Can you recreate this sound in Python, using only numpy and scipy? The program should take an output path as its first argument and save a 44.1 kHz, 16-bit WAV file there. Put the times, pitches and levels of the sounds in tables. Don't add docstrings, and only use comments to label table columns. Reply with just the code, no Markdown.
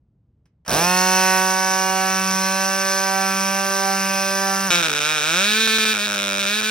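import sys
import numpy as np
from scipy import signal
from scipy.fft import rfft, irfft, next_fast_len
from scipy.io import wavfile
from scipy.ndimage import map_coordinates

SR = 44100
rng = np.random.default_rng(int(sys.argv[2]) if len(sys.argv) > 2 else 0)


def to_wav(sig):
    pcm = np.clip(np.atleast_2d(sig), -1, 1) * 32767
    pcm = np.round(pcm).astype(np.int16)
    wavfile.write(sys.argv[1], SR, pcm.T)


N = 295470
T = np.arange(N) / SR

# (frequency [Hz], spectral density [dB])
HUM_SPECTRUM = [(15, -28), (25, -24), (51, -8), (69, -3), (86, -8.5), (124, -6), (147, -9), (492, -31.5),
                (1820, -52), (9000, -68), (11700, -103), (19800, -120)]
# (frequency [Hz], reverberation time [s])
ROOM_DECAY = [(200, 0.22), (2000, 0.38), (12000, 0.017)]
# (frequency [Hz], lead of the left [rad])
LEFT_LEAD = [(30, 0), (400, -.05), (600, -.3), (960, -1.1), (1160, .9), (1600, .2), (4600, 1.2), (5100, .6),
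             (6300, 1.9), (7300, 3.14), (9800, 6.1), (10800, 6.4), (13400, 9.4), (16000, 12.1)]
# (frequency [Hz], left minus right [dB])
STARTER_BALANCE = [(60, 0.0), (110, -0.5), (200, -1.0), (380, -4.0), (700, -6.5), (1290, -5.0),
                   (2380, -1.5), (4400, -1.0), (8120, 0.0)]
ENGINE_BALANCE = [(60, -0.5), (110, -1.0), (200, -1.0), (380, -3.5), (700, -6.5), (1290, -1.5),
                  (4400, -1.5), (8120, 0.0)]
# (time [s], level [dB])
CLICK_EVENTS = [(0.456, -60), (0.650, -44), (0.662, -34)]
# (frequency [Hz], spectral density [dB])
CLICK_SPECTRUM = [(100, -18), (700, 0), (2500, 0), (4000, -10), (5600, -3), (7500, -10), (15000, -20)]
# (time [s], shaft rate [Hz])
CRANK_SPEED = [(1.0, 185.3), (1.19, 187.3), (2.48, 190.3), (2.77, 192.3), (3.31, 192.5), (3.59, 194.2),
               (4.24, 193.4), (4.38, 194), (4.66, 193.9)]
# (free level [dB], rise while labouring [dB], slope [dB per doubling of speed])
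PUMP_LEVELS = (-28.5, 2.85, 10)
GRIND_LEVELS = (-29.5, 4.7, 6.9)
# (frequency [Hz], gain [dB])
STAND_RESPONSE = [(100, -8), (183, 5.5), (189, 1), (380, -5.5), (568, -1), (583, 0.5), (770, 0.55),
                  (945, 2.3), (975, -2), (1150, 2.8), (1340, -5.5), (1530, 3.7), (1730, -3.5), (2080, -14),
                  (2270, -5.5), (2460, -7), (2680, -5), (2870, -12), (3200, -21.5), (3480, -15),
                  (3800, -34), (4220, -9), (4550, -26), (4950, -16.5), (5700, -15.5), (6600, -19)]
# (time [s], slip [turns])
CONE_SLIP = [(1.5, 0.44), (1.9, 0.48), (2.4, 0.88), (2.9, 1.29), (3.3, 1.69), (3.65, 2.14), (4.0, 2.76),
             (4.66, 3.83)]
SLIP_BEATS = {1: (0.84, 2.2, 0), 2: (0.44, 2.9, 0), 3: (0.24, 2.8, -0.7), 4: (0.555, 2.6, 3.6),
              5: (0.44, 0.8, 1.8), 7: (0.65, 2.7, 2.5), 8: (0.39, 1.1, 0.3)}
# (time [s], level [dB])
KNOCK_LEVEL = [(0.68, -29), (0.72, -28), (0.94, -25.5), (2.06, -29.5), (2.83, -29), (2.89, -25.5),
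               (3.0, -29.5), (4.68, -29), (4.69, -31)]
# (frequency [Hz], bandwidth [Hz], level [dB])
CASE_MODES = [(2524, 33, -37), (2610, 310, -5.5), (3560, 98, -8.5), (4290, 580, -8), (4960, 190, 1.5),
              (5700, 287, 6.5), (6630, 110, 2), (8140, 110, -2.5)]
# (frequency [Hz], spectral density [dB])
WHIRR_SPECTRUM = [(25, -14), (60, -8.5), (130, -5.5), (280, -11), (700, -1), (1200, 1), (2100, 5),
                  (3400, 1.5), (4500, 1.5), (5600, 8), (7400, 2.5), (9200, 1), (11500, 2), (15800, -2)]
# (time [s], shaft rate [Hz])
ENGINE_SPEED = [(4.71, 175.2), (4.786, 172.5), (4.924, 152), (5.144, 155), (5.21, 146.6), (5.322, 165.3),
                (5.41, 193), (5.476, 208.8), (5.564, 217.7), (5.614, 222.2), (5.916, 219.6), (6.0, 204.1),
                (6.05, 210.0), (6.104, 203.9), (6.324, 196.4), (6.44, 199.6), (6.584, 215.3), (6.69, 217.5)]
# (time [s], level [dB])
BURN_LEVEL = [(4.76, -6), (5.2, -8), (5.4, -5), (5.9, -5), (5.96, -8.5), (6.33, -8.5), (6.52, -7.5),
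              (6.7, -8.5)]
# (time [s], misses [count])
MISFIRE_RUNS = [(4.822, 1), (4.877, 2), (4.909, 2), (4.942, 1), (4.994, 1), (5.669, 1), (5.778, 1),
                (5.846, 1), (5.937, 6), (6.067, 8), (6.155, 24), (6.422, 1), (6.448, 2), (6.606, 3)]
# (shaft rate [Hz], standard deviation [s])
IGNITION_JITTER = [(152, 1.6e-5), (170, 4e-6), (200, 2e-6)]
# (frequency [Hz], level [dB])
FULL_BARK = [(30, -21), (100, -13.5), (230, -9.5), (620, -6.5), (1050, -7.5), (1450, 5.5), (2020, -11.5),
             (2400, 4.5), (3000, -6.5), (3850, 2), (4150, -12), (4700, -11), (5400, -3.5), (7700, -8.5),
             (9500, -21.5)]
THIN_BARK = [(30, -35.5), (400, -20.5), (750, -16.5), (1150, -10.5), (1550, 1.5), (1780, -2.5),
             (2020, -15.5), (2400, 4), (2950, -9), (3800, 2.5), (4300, -8), (6500, -8.5), (7700, -11.5),
             (9500, -20)]
# (frequency [Hz], spectral density [dB])
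JET_SPECTRUM = [(25, -48), (100, -13), (700, -3.5), (1500, -1), (2000, 0.5), (2500, 4), (3800, 3),
                (4600, 1.5), (5500, -1.5), (7700, -1), (9200, -5.5), (13000, -17), (15800, -12)]
# (frequency [Hz], gain [dB])
INTAKE_RESPONSE = [(150, -40), (175, -33), (205, -33), (222, -32), (300, -37), (350, -33), (400, -38.5),
                   (425, -38), (440, -33), (465, -37), (500, -34), (570, -29.5), (620, -35), (655, -76)]

SWITCH_ON_S, CRANK_S, FIRE_S = 0.657, 0.679, 4.705


def amp(db):
    return 10 ** (np.asarray(db) / 20)


def unit(x):
    return x / np.sqrt(np.mean(x ** 2) + 1e-20)


def along(points, hz):
    freqs, values = np.transpose(points)
    return np.interp(np.log(hz + 1), np.log(freqs + 1), values)


def curve(points):
    return np.interp(T, *np.transpose(points))


def drift(rate, t=T):
    return map_coordinates(rng.standard_normal(int(t[-1] * rate) + 4), [t * rate])


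def filtered(x, response):
    size = 2 * next_fast_len(N // 2 + SR // 4)
    return irfft(rfft(x, size) * response(np.fft.rfftfreq(size, 1 / SR)), size)[..., :N]


def coloured(x, spectrum):
    cepstrum = irfft(np.log(amp(along(spectrum, np.fft.rfftfreq(8192, 1 / SR)))))
    half = len(cepstrum) // 2
    folded = np.r_[cepstrum[0], 2 * cepstrum[1:half], np.zeros(half)]
    return signal.oaconvolve(x, irfft(np.exp(rfft(folded))))[:N]


def noise(spectrum, gate=1):
    return unit(coloured(gate * rng.standard_normal(N), spectrum))


def pulses(times, sizes):
    at = times[:, None] * SR
    taps = np.floor(at).astype(int) + np.arange(-7, 9)
    shape = np.sinc(taps - at) * np.cos(np.pi * (taps - at) / 16) ** 2
    return np.bincount(np.clip(taps, 0, N).ravel(), (sizes[:, None] * shape).ravel(), N + 1)[:N]


def puffs(blows, life_s):
    return signal.lfilter([1], [1, -np.exp(-1 / (life_s * SR))], blows)


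def room(x):
    hz, t, spectra = signal.stft(rng.standard_normal((2, SR // 3)), SR, nperseg=256)
    decay = amp(-60 * t / along(ROOM_DECAY, hz)[:, None])
    tail = signal.istft(spectra * decay, SR, nperseg=256)[1]
    delayed = np.pad(x, (SR // 400, 0))
    return signal.fftconvolve(delayed[None], tail / np.linalg.norm(tail[0]), axes=1)[:, :N]


def stereo(x, balance):
    half = np.array([[.5], [-.5]])
    return filtered(x, lambda hz: amp(half * along(balance, hz)) * np.exp(1j * half * along(LEFT_LEAD, hz)))


def workshop_hum():
    return amp(-61.5 + 1.9 * drift(5.4)) * noise(HUM_SPECTRUM)


def clicks():
    times, db = np.transpose(CLICK_EVENTS)
    ring = amp(-4) * puffs(pulses(times, amp(db)), life_s=0.011) * noise(CLICK_SPECTRUM)
    return stereo(ring + amp(-11) * room(ring), STARTER_BALANCE)


def shaft(speed, start):
    turns = np.cumsum(speed) / SR
    turns -= np.interp(start, T, turns)
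    return turns, np.interp(np.arange(int(turns[-1]) + 1), turns, T)


def cranking(spin_up_s=0.064, labour_until_s=1.36, ease_s=0.21, kick_s=0.0322, kick_hz=14, kick_db=-6):
    risen = 1 - np.exp(-np.maximum(T - SWITCH_ON_S, .001) / spin_up_s)
    labour = np.clip(1 - (T - labour_until_s) / ease_s, 0, 1)
    kick = np.clip((T - FIRE_S) / kick_s + 1, 0, 1)
    level = lambda free, rise, slope: free + rise * labour + slope * np.log2(risen) + kick_db * kick
    return curve(CRANK_SPEED) * risen - kick_hz * kick, level(*PUMP_LEVELS), level(*GRIND_LEVELS)


def pumping_drone(turns, speed, pump_db):
    t, speed, pump_db, slip = (x[::256] for x in (T, speed, pump_db, curve(CONE_SLIP)))
    drone = np.zeros(N)
    for order in range(1, 35):
        drift_db, flutter_db = (2.4, 2.5) if order >= 9 else (0.7, 0.6)
        db = pump_db - 4.5 + along(STAND_RESPONSE, order * speed) + drift_db * drift(6.13, t)
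        db += flutter_db * np.cos(2 * np.pi * (order * slip + rng.random()))
        if order >= 12:
            db += 0.7 * np.maximum(pump_db - PUMP_LEVELS[0], 0)
        if order in SLIP_BEATS:
            peak, once_db, twice_db = SLIP_BEATS[order]
            beat = 2 * np.pi * (slip - peak)
            db += once_db * np.cos(beat) + twice_db * np.cos(2 * beat)
        lag = 4 * np.log(order) + 0.37 * np.sqrt(min(order, 12)) * drift(4.02, t)
        phase = 2 * np.pi * order * turns - np.interp(T, t, lag)
        drone -= np.interp(T, t, np.sqrt(2) * amp(db)) * np.cos(phase)
    return drone


def piston_knock(blows):
    hz = np.fft.rfftfreq(2048, 1 / SR)
    response = sum((-1) ** k * amp(db) * 1j * hz * width / (centre ** 2 - hz ** 2 + 1j * hz * width)
                   for k, (centre, width, db) in enumerate(CASE_MODES))
    ring = lambda force: unit(signal.oaconvolve(force, irfft(response))[:N])
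    rattle = puffs(blows, life_s=0.00066) * rng.standard_normal(N)
    level_db = curve(KNOCK_LEVEL) + 2 + 1.1 * drift(14)
    return amp(level_db) * (amp(-1.5) * ring(blows) + amp(-7.5) * ring(rattle))


def gear_whirr(blows):
    return noise(WHIRR_SPECTRUM, gate=1 + 0.22 * unit(puffs(blows, life_s=0.0007)))


def stand_jolt(blows):
    jolt = curve([(.672, 0.3), (.72, 0.91), (.79, 0.58), (.89, 0.026)])
    shake = noise([(25, -40), (42, -24), (56, -4), (75, -16), (200, -12), (600, -73)])
    clatter = noise([(100, -11.5), (400, 3), (700, 5), (1700, -27), (3500, -5), (12000, -14)],
                    gate=puffs(blows, life_s=0.0058))
    return amp(-31) * jolt * shake, amp(-19) * jolt * clatter


def starter():
    speed, pump_db, whirr_db = cranking()
    turns, tops = shaft(speed, CRANK_S)
    engaged = np.clip((T - CRANK_S) / .003 + 1, 0, 1) * np.exp(-np.maximum(T - FIRE_S, 0) / .08)
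    timing, strength = rng.standard_normal((len(tops), 2)).T
    blows = pulses(tops + 0.000835 + 8e-6 * timing, amp(0.55 * strength))
    metal = piston_knock(blows) + amp(whirr_db) * gear_whirr(blows)
    shake, clatter = stand_jolt(blows)
    rough = engaged * (metal + clatter)
    body = engaged * (pumping_drone(turns, speed, pump_db) + shake)
    return stereo(body + rough + amp(-22.5) * room(rough), STARTER_BALANCE)


def revving(sag_hz=3.0, sag_s=0.022):
    since = np.maximum(T - np.array(MISFIRE_RUNS)[:, :1], 0) / sag_s
    dips = since * np.exp(1 - np.minimum(since, 20))
    return curve(ENGINE_SPEED) - sag_hz * dips.sum(0)


def firing_turns(tops):
    fires = np.ones(len(tops), bool)
    for start, count in MISFIRE_RUNS:
        first = np.argmin(abs(tops - start))
        fires[first:first + 2 * int(count):2] = False
    return fires


def exhaust_bark(times, sizes, rate, fires):
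    fill = np.where(np.roll(fires, 1), np.interp(rate, [188, 208], [1, 0]), 1)
    full = coloured(pulses(times, sizes * fill), FULL_BARK)
    thin = coloured(pulses(times, sizes * (1 - fill)), THIN_BARK)
    delay_s = lambda hz: .00075 * np.minimum(hz / 4000, 1)
    return unit(filtered(full + thin, lambda hz: np.exp(-2j * np.pi * np.cumsum(delay_s(hz)) * hz[1])))


def gas_jet(times, sizes, rate):
    sputter = amp(np.interp(rate, [160, 174, 210], [0, -2.5, -4]))
    return noise(JET_SPECTRUM, gate=puffs(pulses(times + .0004, sizes * sputter), life_s=.0019))


def intake_throb(turns, speed, burn_db):
    throb = sum(amp(along(INTAKE_RESPONSE, order * speed)) * np.cos(2 * np.pi * order * turns)
                for order in (1, 2, 3))
    return -np.sqrt(2) * amp(5.5 + 0.86 * burn_db) * throb


def engine(catch_s=0.053, catch_db=3.4, miss_db=-17.6):
    speed = revving()
    burn_db = curve(BURN_LEVEL) + catch_db * (T < FIRE_S + catch_s)
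    turns, tops = shaft(speed, FIRE_S)
    strength, timing = rng.standard_normal((len(tops), 2)).T
    fires = firing_turns(tops)
    sizes = amp(np.interp(tops, T, burn_db) + 0.68 * strength + miss_db * ~fires)
    rate = np.interp(tops, T, speed)
    times = tops + np.interp(rate, *np.transpose(IGNITION_JITTER)) * timing
    exhaust = amp(-26) * exhaust_bark(times, sizes, rate, fires) + amp(-39.5) * gas_jet(times, sizes, rate)
    running = np.clip((T - FIRE_S) / 0.0019, 0, 1)
    rattle = amp(-38) * noise(WHIRR_SPECTRUM)
    body = running * (intake_throb(turns, speed, burn_db) + rattle)
    return stereo(exhaust + body + amp(-10) * room(exhaust), ENGINE_BALANCE)


def scene():
    return workshop_hum() + clicks() + starter() + engine()


def record(dry, cutoff_hz=15850):
    return filtered(dry, lambda hz: 1 / (1 + (hz / cutoff_hz) ** 200))


dry = scene()
out = record(dry)
to_wav(out)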